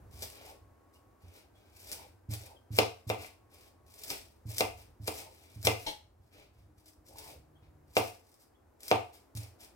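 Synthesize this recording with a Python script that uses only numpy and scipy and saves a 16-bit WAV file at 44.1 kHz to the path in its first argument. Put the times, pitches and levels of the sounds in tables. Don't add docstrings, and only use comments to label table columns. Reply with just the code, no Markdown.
import sys
import numpy as np
from scipy import signal
from scipy.fft import rfft, irfft, next_fast_len
from scipy.io import wavfile

SR = 44100
rng = np.random.default_rng(int(sys.argv[2]) if len(sys.argv) > 2 else 0)


def transcribe(u):
    v = np.clip(np.atleast_2d(u).T, -1, 1)
    q = np.round(v * 32767).astype(np.int16)
    wavfile.write(sys.argv[1], SR, q)


N = 429975
TIME = np.arange(N) / SR

# [meets the onion t/s, is through t/s, push level/dB, slicing level/dB,
# final crunch level/dB]
STROKES = [(0.099, 0.228, -43, -52.5, -37), (1.712, 1.929, -60, -47, -43.5),
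           (2.287, 2.34, -27.5, -47, -40.5), (2.705, 2.779, -29, -48.5, -35.5),
           (3.068, 3.095, -30.5, -45, -44.5), (3.85, 4.11, -56.5, -45.5, -33.5),
           (4.454, 4.601, -31, -46, -34.5), (4.999, 5.076, -35.5, -58.5, -37.5),
           (5.56, 5.658, -35.5, -58, -29.5), (7.85, 7.973, -67, -67.5, -32),
           (8.79, 8.909, -62.5, -49.5, -39), (9.351, 9.374, -30.5, -50.5, -47.5)]
# [t/s, level/dB, most excited f/Hz, extra level of upper modes/dB, edge tick level/dB]
BOARD_HITS = [(2.7874, -13, 481, 1.5, 16.5), (3.1005, -21, 600, 3.5, 6.5), (3.246, -45.5, 800, 15, 10),
              (4.1029, -41.5, 800, 8, 31.5), (4.6076, -18, 627, 6, 11), (5.08, -26, 376.6, 2.5, 11.5),
              (5.6709, -16, 506, 9.5, 16), (7.9680, -14, 610, 1, 7.5), (8.9140, -12, 770, -6, 0.5)]
# [t/s, level/dB]
LAYER_SNAPS = [(.2243, -29.5), (.3015, -36), (.4635, -40), (1.9167, -23.5), (2.338, -25), (2.7595, -33),
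               (4.0375, -29.5), (4.583, -14), (5.629, -31), (5.650, -27), (7.185, -32), (7.954, -33),
               (8.806, -42), (8.833, -32), (8.882, -25), (9.352, -37), (9.373, -35.5)]
# [f/Hz, relative level per Hz/dB]
TICK_COLOUR = [(100, -25.5), (600, -9.5), (1700, -13.5), (2500, 0.5), (3800, 3.5), (4500, 0), (5300, 3.5),
               (6500, -6), (8200, -6.5), (11000, -11), (16000, -16)]


def amp(db):
    return 10 ** (np.asarray(db) / 20)


def unit(x):
    return x / np.sqrt(np.mean(x ** 2) + 1e-20)


def read(points, hz):
    f, value = np.transpose(points)
    return np.interp(np.log(hz + 1), np.log(f + 1), value)


def add(mix, s, sound):
    part = mix[..., round(s * SR):][..., :sound.shape[-1]]
    part += sound[..., :part.shape[-1]]


def colour(x, points, size=4096):
    level_db = np.maximum(read(points, abs(np.fft.fftfreq(size, 1 / SR))), -100)
    log_gain = np.log(amp(level_db))
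    spectrum = np.exp(np.conj(signal.hilbert(log_gain)))
    taps = np.fft.ifft(spectrum).real[:size // 2]
    return signal.oaconvolve(x, taps / np.linalg.norm(taps))[:len(x)]


def ring(modes, pitch=1):
    hz, db, t60 = np.transpose(modes)[:, :, None]
    t = TIME[:SR // 2]
    return amp(db - 60 * t / t60) * np.sin(2 * np.pi * hz * pitch * t)


def noise(points, size=2048):
    return colour(rng.standard_normal(N), points, size)


def wander(per_s):
    knots = rng.standard_normal(size=6000)
    return np.interp(TIME * per_s, np.arange(len(knots)), knots)


def fall(age, fall_s):
    return amp(-20 * np.maximum(age, 0) / fall_s)


def grains(per_s, spread_db):
    chance = rng.random(N) * SR / per_s
    at = np.flatnonzero(chance < 1)
    size_db = spread_db * np.minimum(-np.log(chance[at]), 4)
    out = np.zeros(N)
    out[at] = amp(size_db) * (-1) ** at
    return unit(out)


def kitchen(x, early_db, wet_db, left_db, build_s=0.003, size=256):
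    # [f/Hz, time to fall 60 dB t/s]
    room_t60 = [(100, 0.18), (450, 0.32), (1000, 0.32), (2500, 0.33), (6000, 0.32), (10000, 0.29),
                (16000, 0.26)]
    # [delay t/s, level before early_db/dB]
    echo_table = [(.0005, -16.5), (.0022, -15), (.0034, -11.5), (.0067, -14), (.0135, -16.5), (.045, -20.5)]
    lag = round(.00016 * SR)
    t = TIME[:SR * 3 // 4]
    hz, frame_s, z = signal.stft(rng.standard_normal((2, len(t))), SR, nperseg=size)
    fade = amp(-60 * frame_s / read(room_t60, hz)[:, None])
    tail = signal.istft(z * fade, SR, nperseg=size)[1][:, :len(t)]
    tail = tail * (1 - np.exp(-(t / build_s) ** 2))
    response = amp(wet_db) * tail / np.linalg.norm(tail, axis=1, keepdims=True)
    response[0, 0] += amp(left_db)
    response[1, lag] += amp(-left_db)
    for k, (s, db) in enumerate(echo_table):
        at, gain = round(s * SR), amp(db + early_db)
        response[0, at] += gain
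        response[1, at + 2 * lag * (-1) ** k] += gain
    return signal.oaconvolve(x[None], response, axes=1)[:, :N]


def background(hiss_likeness=0.33, waver_db=3.0):
    # [t/s, rumble level/dB, hiss level/dB]
    level_table = [(0, -56.5, -62.5), (.7, -67, -66), (2, -65, -68), (3.7, -68, -67.5), (5, -62.5, -67.5),
                   (6.3, -64.5, -71), (7.6, -63, -67.5), (8.6, -72.5, -68.5), (9.75, -67, -64.5)]
    # [f/Hz, relative level per Hz/dB]
    rumble_colour = [(10, -64), (30, -30), (48, -8.5), (75, -3), (100, -3.5), (150, -21.5), (300, -27),
                     (800, -61.5)]
    hiss_colour = [(60, -19), (200, -9.5), (310, -3), (450, -8), (750, -9), (1100, -14), (1900, -22.5),
                   (3300, -33), (5400, -33), (16000, -34)]
    s, rumble_db, hiss_db = np.transpose(level_table)
    lumpy_db = np.interp(TIME, s, rumble_db) + waver_db * wander(10)
    rumble = noise(rumble_colour, size=8192) * amp(lumpy_db)
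    shared = noise(hiss_colour)
    separate = np.array([noise(hiss_colour), noise(hiss_colour)])
    air = np.sqrt(hiss_likeness) * shared + np.sqrt(1 - hiss_likeness) * separate
    return rumble + air * amp(np.interp(TIME, s, hiss_db))


def thuds(swell_s=.009, low_cut_hz=55, landing_db=-19.5, firm_db=-34, sag_per_db=0.02):
    # [f/Hz, level/dB, time to fall 60 dB t/s]
    worktop_modes = [(88, -8.5, 0.52), (109.9, 1, .32), (133.6, -5, .12), (170, -8.5, .09),
                     (212, -13, 0.15), (302, -20.5, 0.33)]
    # [t/s, level/dB]
    lean_table = [(.02, -49.5), (.14, -43), (1.235, -43.5), (5.647, -26)]
    pushes = [(touch, push_db) for touch, _, push_db, _, _ in STROKES]
    landings = [(s, db + landing_db) for s, db, *_ in BOARD_HITS]
    out = np.zeros(N)
    for s, db in pushes + landings + list(lean_table):
        pitch = 1 - sag_per_db * np.clip(firm_db - db, 0, 20)
        swing = ring(worktop_modes, pitch).sum(0)
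        add(out, s, amp(db) * swing * (1 - np.exp(-TIME[:len(swing)] / swell_s)))
    low_cut = signal.butter(2, low_cut_hz, "high", fs=SR, output="sos")
    return signal.sosfilt(low_cut, out) * amp([[-1], [.5]])


def whines():
    # [start t/s, end t/s, f before the slight waver/Hz, level/dB]
    tone_table = [(0.044, 1.35, 1108, -73), (1.401, 3.1, 1555, -83), (2.903, 4.105, 1106, -76),
                  (6.595, 7.955, 308, -70), (7.2, 7.95, 149.8, -66.5)]
    out = np.zeros(N)
    drift = 1 + .008 * wander(35)
    for start, end, hz, db in tone_table:
        turns = np.cumsum(hz * drift[:round((end - start) * SR)]) / SR
        fade = signal.windows.tukey(len(turns), .2)
        add(out, start, amp(db) * np.sin(2 * np.pi * turns) * fade)
    return out


def effort():
    # [start t/s, length t/s, crackle level/dB, rubbing level/dB]
    shove_table = [(0.298, 0.2, -59, -61.5), (0.92, 0.022, -67, -76), (1.194, 0.13, -73.5, -72),
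                   (1.314, 0.068, -63, -64.5), (1.527, 0.25, -77, -75), (1.908, 0.12, -60.5, -61.5),
                   (2.374, 0.089, -58, -62), (3.17, 0.064, -50, -53.5), (3.494, .17, -65.5, -69),
                   (4.094, 0.014, -41, -43), (4.483, 0.033, -48, -56.5), (4.76, 0.052, -59.5, -65),
                   (5.128, 0.08, -47.5, -55), (5.29, 0.28, -66.5, -70), (5.764, 0.14, -54, -60),
                   (6.196, 0.096, -80.5, -85), (6.303, 0.12, -68.5, -64.5), (6.521, 0.11, -78, -81.5),
                   (6.753, 0.036, -69.5, -78), (6.83, 0.051, -61, -77), (7.04, 0.087, -63, -76.5),
                   (7.141, 0.17, -56, -61.5), (7.61, .02, -87, -71), (8, 0.063, -53, -55.5),
                   (8.221, 0.13, -69, -91), (8.387, 0.024, -62, -81.5), (9.121, 0.028, -57, -63.5),
                   (9.37, 0.065, -58, -62), (9.583, 0.05, -55.5, -61.5)]
    bite_s = .025
    build_db_per_s = 96.5
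    crunch_rise_s, crunch_fall_s = 0.018, 0.027
    settle_db, settle_s = -15, .17
    cut_rub_db = -9.5
    shove_attack_s, shove_release_s = 0.036, 0.075
    tear_db, tear_s = -15.5, 0.016
    t = TIME[::44]
    crackle, rubbing = [], []
    for touch, through, _, slice_db, crunch_db in STROKES:
        slicing = amp(slice_db - build_db_per_s * np.maximum(through - t, 0))
        crunch = amp(crunch_db) * fall(through - t, crunch_rise_s)
        settling = amp(crunch_db + settle_db) * (t > through) * fall(t - through, settle_s)
        in_onion = np.hypot(slicing, crunch) * fall(t - through, crunch_fall_s)
        cut = np.clip((t - touch) / bite_s, 0, 1) * np.hypot(in_onion, settling)
        crackle.append(cut)
        rubbing.append(amp(cut_rub_db) * cut)
    for start, length, crackle_db, rub_db in shove_table:
        attack = np.clip((t - start) / shove_attack_s, 0, 1)
        speed = attack * fall(t - start - length, shove_release_s)
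        crackle.append(amp(crackle_db) * speed)
        rubbing.append(amp(rub_db) * speed)
    for s, db in LAYER_SNAPS:
        crackle.append(amp(db + tear_db) * (t > s) * fall(t - s, tear_s))
    return [np.interp(TIME, t, np.linalg.norm(parts, axis=0)) for parts in (crackle, rubbing)]


def cutting(clump_db=3.5, clumps_per_s=170, snap_gain_db=9, rub_gain_db=1.0):
    # [f/Hz, relative level per Hz/dB]
    crunch_colour = [(400, -24), (1500, -13.5), (2300, -7.5), (3200, -8.5), (4300, -3.5), (5100, 1),
                     (6500, -6.5), (8200, -0.5), (10300, -3.5), (12400, -5), (16000, -5)]
    rub_colour = [(150, -11.5), (400, -3), (600, -7), (780, -4), (1000, -13.5), (1700, -17), (2400, -8.5),
                  (3300, -13.5), (4500, -15), (9000, -31.5)]
    burst, friction = effort()
    snaps = np.zeros(N)
    for s, db in LAYER_SNAPS:
        add(snaps, s, amp([db + snap_gain_db]))
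    clumps = amp(clump_db * wander(clumps_per_s))
    crackle = burst * unit(grains(per_s=2000, spread_db=2.5) * clumps)
    rub = amp(rub_gain_db) * friction * grains(per_s=2000, spread_db=1)
    return (kitchen(colour(crackle + snaps, crunch_colour), early_db=1.5, wet_db=-4, left_db=1.5)
            + kitchen(colour(rub, rub_colour), early_db=-2.5, wet_db=0, left_db=0.5))


def draws(uneven=.13, catches_per_s=380, slow=.5, attack_s=0.0077):
    # [start t/s, length t/s, level/dB, pitch at full speed f/Hz]
    draw_table = [(0.372, 0.2, -58, 760), (1.908, .19, -61, 842), (2.42, 0.16, -60.5, 792),
                  (5.142, .2, -59.5, 820), (7.078, .31, -58.5, 870)]
    out = np.zeros(N)
    for start, length, db, top_hz in draw_table:
        t = TIME[:round(length * SR)]
        speed = slow + (1 - slow) * np.sin(np.pi * t / length)
        hz = top_hz * speed * (1 + uneven * wander(400)[:len(t)])
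        turns = np.cumsum(hz) / SR
        rasp = unit(np.sin(2 * np.pi * turns) * wander(catches_per_s)[:len(t)])
        fade = np.minimum(np.minimum(t, length - t) / attack_s, 1)
        add(out, start, amp(db) * speed * rasp * fade)
    return kitchen(out, early_db=-11, wet_db=-4.5, left_db=-0.5)


def squeaks(length_s=0.043):
    # [start t/s, level/dB, middle pitch f/Hz]
    squeak_table = [(.94, -69, 2800), (1.54, -70, 3210), (2.55, -63, 3250), (5.48, -73, 3350),
                    (7.545, -71, 3220), (8.533, -75.5, 3210)]
    out = np.zeros(N)
    swell = signal.windows.hann(round(length_s * SR))
    for s, db, hz in squeak_table:
        pitch = hz * (1 + 0.045 * wander(240)[:len(swell)])
        add(out, s, amp(db) * swell * np.sin(2 * np.pi * np.cumsum(pitch) / SR))
    return kitchen(out, early_db=3.5, wet_db=-5, left_db=1)


def knocks(focus_db=6, focus_octaves=.45, upper_hz=1800, slap_db=19.5, low_cut_hz=130, bite_s=0.0015):
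    # [f/Hz, level/dB, time to fall 60 dB t/s]
    board_modes = [(236, -18.5, 0.16), (309.7, -10, 0.16), (390, -8, .04), (440.7, -13, 0.25),
                   (460, -3.5, 0.069), (534.7, -2, 0.052), (589, -7, 0.069), (661, -10, 0.064),
                   (717, -2.5, 0.061), (751.4, -1.5, .045), (773.6, 1, 0.077), (879, -5, 0.095),
                   (940, -15.5, 0.014), (1036, -16, 0.036), (1181, -6.5, 0.088), (1350, -13.5, 0.019),
                   (1570, -17.5, .015), (2000, -16.5, .015), (2064, -6, 0.045), (2296, -9.5, .03),
                   (2506, -11, 0.033), (2720, -7.5, 0.027), (2870, -11, 0.0062), (2980, -10.5, 0.019),
                   (3040, -12.5, 0.014)]
    # [f/Hz, relative level per Hz/dB]
    slap_colour = [(40, -39), (130, -14), (220, -5.5), (270, -15.5), (340, -5.5), (480, 2.5), (820, 1),
                   (1050, -9), (1300, -7), (1700, -19), (2400, -8), (4000, -19.5), (16000, -51.5)]
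    body, slap, tick, grit = np.zeros((4, N))
    hz, modes = np.transpose(board_modes)[0], ring(board_modes)
    polarity = (-1) ** (np.arange(len(hz)) // 2)
    fade = np.exp(-TIME[:SR // 100] / bite_s)
    for s, db, spot_hz, upper_db, tick_db in BOARD_HITS:
        near = np.exp(-(np.log2(hz / spot_hz) / focus_octaves) ** 2)
        mode_db = db + focus_db * (near - 1.5) + upper_db * (hz > upper_hz)
        add(body, s, (polarity * amp(mode_db)) @ modes)
        add(slap, s, amp([db + slap_db]))
        add(tick, s, amp([db + tick_db - 7.5]))
        bite = fade * rng.standard_normal(len(fade))
        add(grit, s, amp(db + tick_db + 0.5) * bite / np.linalg.norm(bite))
    low_cut = signal.butter(2, low_cut_hz, "high", fs=SR, output="sos")
    body = signal.sosfilt(low_cut, body + colour(slap, slap_colour))
    return (kitchen(body, early_db=0.5, wet_db=-3.5, left_db=-0.5)
            + kitchen(colour(tick, TICK_COLOUR), early_db=1.5, wet_db=0.5, left_db=3.5)
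            + kitchen(colour(grit, TICK_COLOUR), early_db=0.5, wet_db=-15, left_db=1.5))


def judder(start_s=5.862, level_db=-34, attack_s=.005, fall_s=.055, scratch_db=-3):
    # [f/Hz, level/dB, time to fall 60 dB t/s]
    blade_modes = [(651, -9.5, 0.043), (875, 1, 0.068), (940, 1.5, 0.017), (2273, 3.5, 0.013),
                   (3420, 10, .006), (4190, 10.5, 0.0051), (4680, -2.5, 0.00221)]
    age = TIME - start_s
    twist = np.clip(age / attack_s, 0, 1) * fall(age - attack_s, fall_s)
    slips = grains(per_s=1500, spread_db=3) * amp(level_db) * twist
    body = ring(blade_modes).sum(0)
    ringing = signal.oaconvolve(slips, body / np.linalg.norm(body))[:N]
    scratch = amp(scratch_db) * colour(slips, TICK_COLOUR)
    return kitchen(ringing + scratch, early_db=3.5, wet_db=-5, left_db=1)


def scene():
    return background() + thuds() + whines() + cutting() + draws() + squeaks() + knocks() + judder()


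def record(dry, edge_hz=15900):
    # [f/Hz, left minus right level/dB]
    balance_table = [(100, -1), (300, 2), (1000, 0.5), (2200, 3.5), (3500, 1), (6000, 2.5), (8500, 0),
                     (12000, -3), (16000, -3.5)]
    # [f/Hz, phase/rad]
    phase_table = [(500, 0.19), (1100, 0.71), (2000, 0.057)]
    size = next_fast_len(N + SR // 10)
    hz = np.fft.rfftfreq(size, 1 / SR)
    left = amp(read(balance_table, hz) / 2) * np.exp(.5j * read(phase_table, hz))
    heard = irfft(rfft(dry, size) * np.array([left, 1 / left]), size)[:, :N]
    treble_cut = signal.firwin(511, edge_hz, window=("kaiser", 9), fs=SR)
    return signal.oaconvolve(heard, treble_cut[None], "same")


dry = scene()
out = record(dry)
transcribe(out)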